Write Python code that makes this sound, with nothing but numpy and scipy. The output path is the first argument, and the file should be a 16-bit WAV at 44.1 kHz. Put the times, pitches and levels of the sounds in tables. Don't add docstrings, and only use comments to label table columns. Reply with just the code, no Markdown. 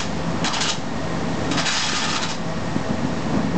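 import sys
import numpy as np
from scipy import signal
from scipy.io import wavfile
from scipy.ndimage import uniform_filter1d

SR = 44100
rng = np.random.default_rng(int(sys.argv[2]) if len(sys.argv) > 2 else 0)


def transcribe(u):
    v = np.clip(np.atleast_2d(u).T, -1, 1)
    q = np.round(v * 32767).astype(np.int16)
    wavfile.write(sys.argv[1], SR, q)


N = 157437
TIME = np.arange(N) / SR


def from_db(db):
    return 10 ** (np.asarray(db) / 20)


def rms_one(x):
    return x / np.sqrt(np.mean(x ** 2) + 1e-20)


def in_time(rows):
    return np.interp(TIME, *np.transpose(rows))


def drift(rate_hz):
    step = 40
    warm_up = 2000
    pole = np.exp(-2 * np.pi * step * rate_hz / SR)
    noise = rng.standard_normal(N // step + warm_up + 2)
    slow = signal.lfilter([1], [1, -2 * pole, pole ** 2], noise)[warm_up:]
    return np.interp(np.arange(N) / step, np.arange(len(slow)), rms_one(slow))


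def butter(x, hz, kind, order=2):
    sections = signal.butter(order, hz, kind, fs=SR, output="sos")
    return signal.sosfilt(sections, x + 1e-18)


def resonate(x, hz, width_hz):
    radius = np.exp(-np.pi * width_hz / SR)
    poles = [1, -2 * radius * np.cos(2 * np.pi * hz / SR), radius ** 2]
    return rms_one(signal.lfilter([1, 0, -1], poles, x))


def bands(sources, spectrum):
    edges = 28 * 2 ** (np.arange(26) / 3)
    centres = np.sqrt(edges[1:] * edges[:-1])
    hz, db = np.transpose(spectrum)
    gains = from_db(np.interp(np.log(centres), np.log(hz), db))
    parts = []
    for k, gain in enumerate(gains):
        parts.append(gain * butter(sources[k % 2], edges[k:k + 2], "band"))
    parts = np.array(parts)
    return centres, parts / parts.sum(0).std()


GRAINS_PER_S, GRAIN_SPREAD_DB = 4000, 3
SCRAPE_LOW_HZ = 527


def grit():
    sizes = from_db(GRAIN_SPREAD_DB * np.minimum(rng.exponential(1, N), 5))
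    signs = rng.choice([-1, 1], N)
    breaks_loose = rng.random(N) < GRAINS_PER_S / SR
    return butter(sizes * signs * breaks_loose, SCRAPE_LOW_HZ, "high")


# start in seconds, rise in seconds, hold in seconds,
# relative level in dB, treble tilt in dB per octave.
BITES = [(0.0, 0.00067, 0.0064, -20, -2), (0.444, 0.0039, 0.028, -17, -1), (0.52, 0.017, .01, -16.5, -2.2),
         (0.561, .006, 0.017, -23, -5.5), (0.603, .006, 0.026, -14, 1.4), (0.646, 0.004, 0.0057, -19, -2.5),
         (0.67, .012, 0.024, -16.5, 1.3), (1.51, 0.0045, .004, -22, -1), (1.531, .004, 0.014, -30.5, -5.5),
         (1.568, 0.0094, 0.032, -16.5, -3.1), (1.639, 0.027, 0.026, -14, -2.3),
         (1.859, .008, .006, -18, -3), (2.027, 0.0094, 0.01, -18.5, -0.5), (2.138, 0.0092, 0.053, -24, -5),
         (2.212, .012, 0.019, -19, -1), (2.278, 0.021, 0.018, -24, -0.8)]
# time in seconds, relative level in dB.
PUSH = [(1.66, -50), (1.71, -18), (1.755, -13.5), (1.80, -15.5), (1.83, -18), (1.86, -15), (1.91, -21),
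        (1.97, -17.5), (2.01, -19), (2.075, -25.5), (2.11, -17), (2.135, -20.5), (2.18, -21), (2.21, -44),
        (2.36, -42)]
BITE_T60_S = 0.17
PUSH_TILT_DB = -0.9


def strokes():
    gains = []
    for start, rise, hold, level_db, _ in BITES:
        rising = np.clip((TIME - start) / rise, 0, 1)
        since_hold = np.maximum(TIME - start - rise - hold, 0)
        gains.append(rising * from_db(level_db - 60 * since_hold / BITE_T60_S))
    pushing = (TIME > PUSH[0][0]) * (TIME < PUSH[-1][0])
    gains.append(from_db(in_time(PUSH)) * pushing)
    tilts = np.array([row[4] for row in BITES] + [PUSH_TILT_DB])
    return (np.array(gains) + 1e-9) ** 2, tilts


# frequency in Hz, relative gain in dB.
SCRAPE = [(290, -40.5), (500, -12.5), (543, -8.5), (589, -22.5), (710, 2), (789, -8), (867, 3.5), (997, -6),
          (1200, -2.5), (1520, -9.5), (1810, -2), (2040, -7.5), (2180, -7), (2960, -3.5), (6720, -6.5),
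          (7730, -8.5), (8200, -15), (10700, -50), (18000, -120)]
# frequency in Hz, width in Hz, relative level in dB.
BLADE = [(866, 110, 2.5), (1234, 110, -3), (1420, 43, -12.5), (1603, 88, 2), (1770, 90, -1),
         (1950, 52, -4.5), (2430, 140, 3), (2934, 80, 1), (3303, 46, -1), (3820, 30, 1), (3900, 65, -13),
         (4760, 90, -5), (4970, 180, 3), (6500, 260, -6.5)]
GRIT_DB, GRIT_PATCHY_DB = -3, 1.35
BLADE_DB, MODE_WANDER_DB, MODE_WANDER_HZ = -8.5, 3.5, 7.9
JUDDER_DB, JUDDER_HZ = 1.02, 52


def shovel():
    power, tilts = strokes()

    def force(hz, pivot_hz=3000):
        tilt_gains = from_db(tilts * np.log2(hz / pivot_hz))
        return np.sqrt(tilt_gains ** 2 @ power)

    crackle = np.zeros(N)
    for hz, part in zip(*bands([grit(), grit()], SCRAPE)):
        crackle += part * force(hz) * from_db(GRIT_PATCHY_DB * drift(23))
    contact = grit()
    ring = np.zeros(N)
    for hz, width_hz, db in BLADE:
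        mode_gain = from_db(db + MODE_WANDER_DB * drift(MODE_WANDER_HZ))
        ring += mode_gain * resonate(contact, hz, width_hz) * force(hz)
    ring /= np.sqrt(len(BLADE))
    judder = from_db(JUDDER_DB * drift(JUDDER_HZ))
    return (from_db(GRIT_DB) * crackle + from_db(BLADE_DB) * ring) * judder


# centre in seconds,
# length in seconds, frequency in Hz, width in Hz, level in dB.
RASPS = [(0.502, 0.052, 1120, 160, -26.5), (.565, 0.031, 2950, 160, -26.5), (.635, 0.029, 2800, 260, -27),
         (0.63, .05, 4240, 200, -36), (0.67, .03, 1370, 110, -30), (0.694, 0.043, 2890, 257, -23.5),
         (0.691, 0.037, 3120, 280, -30), (0.722, 0.069, 886, 60, -33), (1.59, .04, 656, 90, -27.5),
         (1.593, 0.023, 4700, 120, -28), (1.676, 0.033, 1760, 130, -23.5), (1.68, 0.041, 3800, 150, -25),
         (1.68, 0.04, 4720, 130, -22), (2.12, .16, 1270, 130, -31)]


def rasps():
    contact = grit()
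    out = np.zeros(N)
    for centre, length, hz, width_hz, db in RASPS:
        swell = np.exp(-2 * ((TIME - centre) / length) ** 2)
        out += from_db(db) * swell * resonate(contact, hz, width_hz)
    return out


# start in seconds, crack level in dB, thud level in dB.
KNOCKS = [(.4440, -10, -15.5), (.609, -18, -30), (1.5138, -17.5, -18), (1.582, -33, -21)]
SNAP_DB, SNAP_HZ, SNAP_T60_S = -0.5, 3220, 0.002
CRACK_T60_S = 0.04
THUD_HZ, THUD_T60_S = 287, 0.05


def knocks():
    crack = rms_one(grit()) / 2
    out = np.zeros(N)
    for start, crack_db, thud_db in KNOCKS:
        age = np.maximum(TIME - start, 0)
        snap_gain = from_db(crack_db + SNAP_DB - 60 * age / SNAP_T60_S)
        out += np.sin(2 * np.pi * SNAP_HZ * age) * snap_gain
        out += (TIME > start) * crack * from_db(crack_db - 60 * age / CRACK_T60_S)
        out += np.sin(2 * np.pi * THUD_HZ * age) * from_db(thud_db - 60 * age / THUD_T60_S)
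    return out


# delay in seconds, level in dB.
ECHOES = [(.009, -12), (.021, -17.5), (.034, -10)]
YARD_DB, YARD_T60_S = -9, 0.37


def yard(x):
    dulled = butter(x, 4200, "low", order=1)
    early = np.zeros(N)
    for delay, db in ECHOES:
        early += from_db(db) * np.interp(TIME - delay, TIME, dulled, left=0)
    tail = rng.standard_normal(SR // 2) * from_db(-60 * TIME[:SR // 2] / YARD_T60_S)
    diffuse = signal.fftconvolve(x, tail / np.linalg.norm(tail))[:N]
    return x + early + from_db(YARD_DB) * diffuse


# multiple of the cycle rate, level in dB (rms).
ORDERS = [(5, -47.5), (7, -49), (9, -40.5), (13, -45.5), (16, -34.5), (21, -43), (22, -39), (26, -38),
          (31, -44.5), (44, -49), (50, -42), (62, -46.5)]
# frequency in Hz, relative gain in dB.
ENGINE = [(18, -51), (30, -25.5), (86, -6.5), (122, -4), (158, -2), (219, -3), (349, -10), (519, -12),
          (570, -18), (626, -11.5), (688, -20.5), (773, -10.5), (1050, -15.5), (1880, -20), (2160, -22),
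          (5380, -27.5), (8000, -33), (10400, -71), (17600, -120)]
# time in seconds, change in dB.
ENGINE_LEVEL = [(0, 0.5), (.25, 0), (.42, 1), (.7, 5), (1.0, 0.5), (1.25, .3), (1.45, 2.5), (1.8, -1),
                (2.4, -1), (2.7, .3), (3.0, -0.5), (3.35, 0.7), (3.57, -1.5)]
# frequency in Hz, width in Hz, level in dB.
PANELS = [(445, 37, -43), (644, 25, -41), (802, 180, -41.5), (950, 170, -41.5), (1131, 26, -46),
          (1680, 120, -53.5), (1856, 38, -45)]
CYCLE_HZ, SPEED_WANDER = 10.375, 0.0032
ENGINE_DB, CLATTER_DB, ENGINE_FLICKER_DB = -29, -0.5, 0.5
ENGINE_BASS_HZ = 300


def engine():
    speed_hz = CYCLE_HZ * (1 + SPEED_WANDER * drift(2.02))
    phase = 2 * np.pi * np.cumsum(speed_hz) / SR
    tones = np.zeros(N)
    for multiple, db in ORDERS:
        start_phase = rng.uniform(0, 2 * np.pi)
        tones += np.sqrt(2) * from_db(db) * np.sin(multiple * phase + start_phase)
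    firing = np.cos(8 * phase)
    pulsing = from_db(CLATTER_DB * firing)
    level_db = in_time(ENGINE_LEVEL)
    noise = np.zeros(N)
    for hz, part in zip(*bands(rng.standard_normal((2, N)) * pulsing, ENGINE)):
        flicker_db = ENGINE_FLICKER_DB * drift(8.9)
        noise += part * from_db(flicker_db + level_db * (hz > ENGINE_BASS_HZ))
    panels = np.zeros(N)
    for hz, width_hz, db in PANELS:
        panels += from_db(db) * resonate(rng.standard_normal(N) * pulsing, hz, width_hz)
    return tones + from_db(ENGINE_DB) * noise + panels


# centre in seconds, peak level in dB, pitch in Hz.
BUFFETS = [(1.934, -12.5, 370), (2.765, -8.5, 248), (2.91, -14.5, 212), (2.944, -15, 190),
           (3.035, -13.5, 218), (3.051, -10.5, 226), (3.268, -18, 250), (3.349, -15, 220),
           (3.393, -15, 240), (3.449, -12, 190)]
BUFFET_CYCLES = 0.5


def buffets():
    out = np.zeros(N)
    for centre, db, hz in BUFFETS:
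        cycles = (TIME - centre) * hz
        bell = np.exp(-0.5 * (cycles / BUFFET_CYCLES) ** 2)
        out += from_db(db) * bell * np.cos(2 * np.pi * cycles)
    return out


# time in seconds, level in dB.
RUMBLE_LEVEL = [(0, -64), (.25, -38), (.46, -27), (.7, -30.5), (1.05, -33), (1.4, -33.5), (1.55, -25),
                (1.8, -38.5), (2.1, -27), (2.65, -51.5), (2.9, -31.5), (3.25, -33.5), (3.37, -21.5),
                (3.46, -32), (3.52, -30), (3.57, -22)]
RUMBLE_LOW_HZ, RUMBLE_HIGH_HZ = 135, 289
RUMBLE_SKIRT_DB, SKIRT_LOW_HZ, SKIRT_HIGH_HZ = -5.5, 65, 700


def rumble(lumpy_db=1.5):
    core = rms_one(butter(rng.standard_normal(N), [RUMBLE_LOW_HZ, RUMBLE_HIGH_HZ], "band"))
    skirt = rms_one(butter(rng.standard_normal(N), [SKIRT_LOW_HZ, SKIRT_HIGH_HZ], "band"))
    level = from_db(in_time(RUMBLE_LEVEL) + lumpy_db * drift(23))
    return (core + from_db(RUMBLE_SKIRT_DB) * skirt) * level


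def scene():
    shovel_in_yard = yard(shovel() + rasps() + knocks())
    return (shovel_in_yard + engine() + buffets() + rumble())[None]


AGC_SENSE_HZ, AGC_THRESHOLD_DB = 695, -27.5
AGC_SLOPE = 0.49
AGC_ATTACK_S, AGC_RELEASE_DB_PER_S = 0.012, 21.5
CUTOFF_HZ = 9500
OFFSET = -0.04


def record(dry):
    sensed = butter(dry[0], AGC_SENSE_HZ, "high")
    level_db = 10 * np.log10(uniform_filter1d(sensed ** 2, size=441) + 1e-12)
    over_db = AGC_SLOPE * np.maximum(level_db - AGC_THRESHOLD_DB, 0)
    fall_db = AGC_RELEASE_DB_PER_S * TIME
    held_db = np.maximum.accumulate(over_db + fall_db) - fall_db
    pole = np.exp(-1 / (AGC_ATTACK_S * SR))
    duck_db = signal.lfilter([1 - pole], [1, -pole], held_db)
    ducked = dry * from_db(-duck_db)
    soft = butter(ducked, 8120, "low", order=8)
    steep_cut = signal.cheby2(14, 70, CUTOFF_HZ, fs=SR, output="sos")
    return signal.sosfilt(steep_cut, soft) + OFFSET


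dry = scene()
out = record(dry)
transcribe(out)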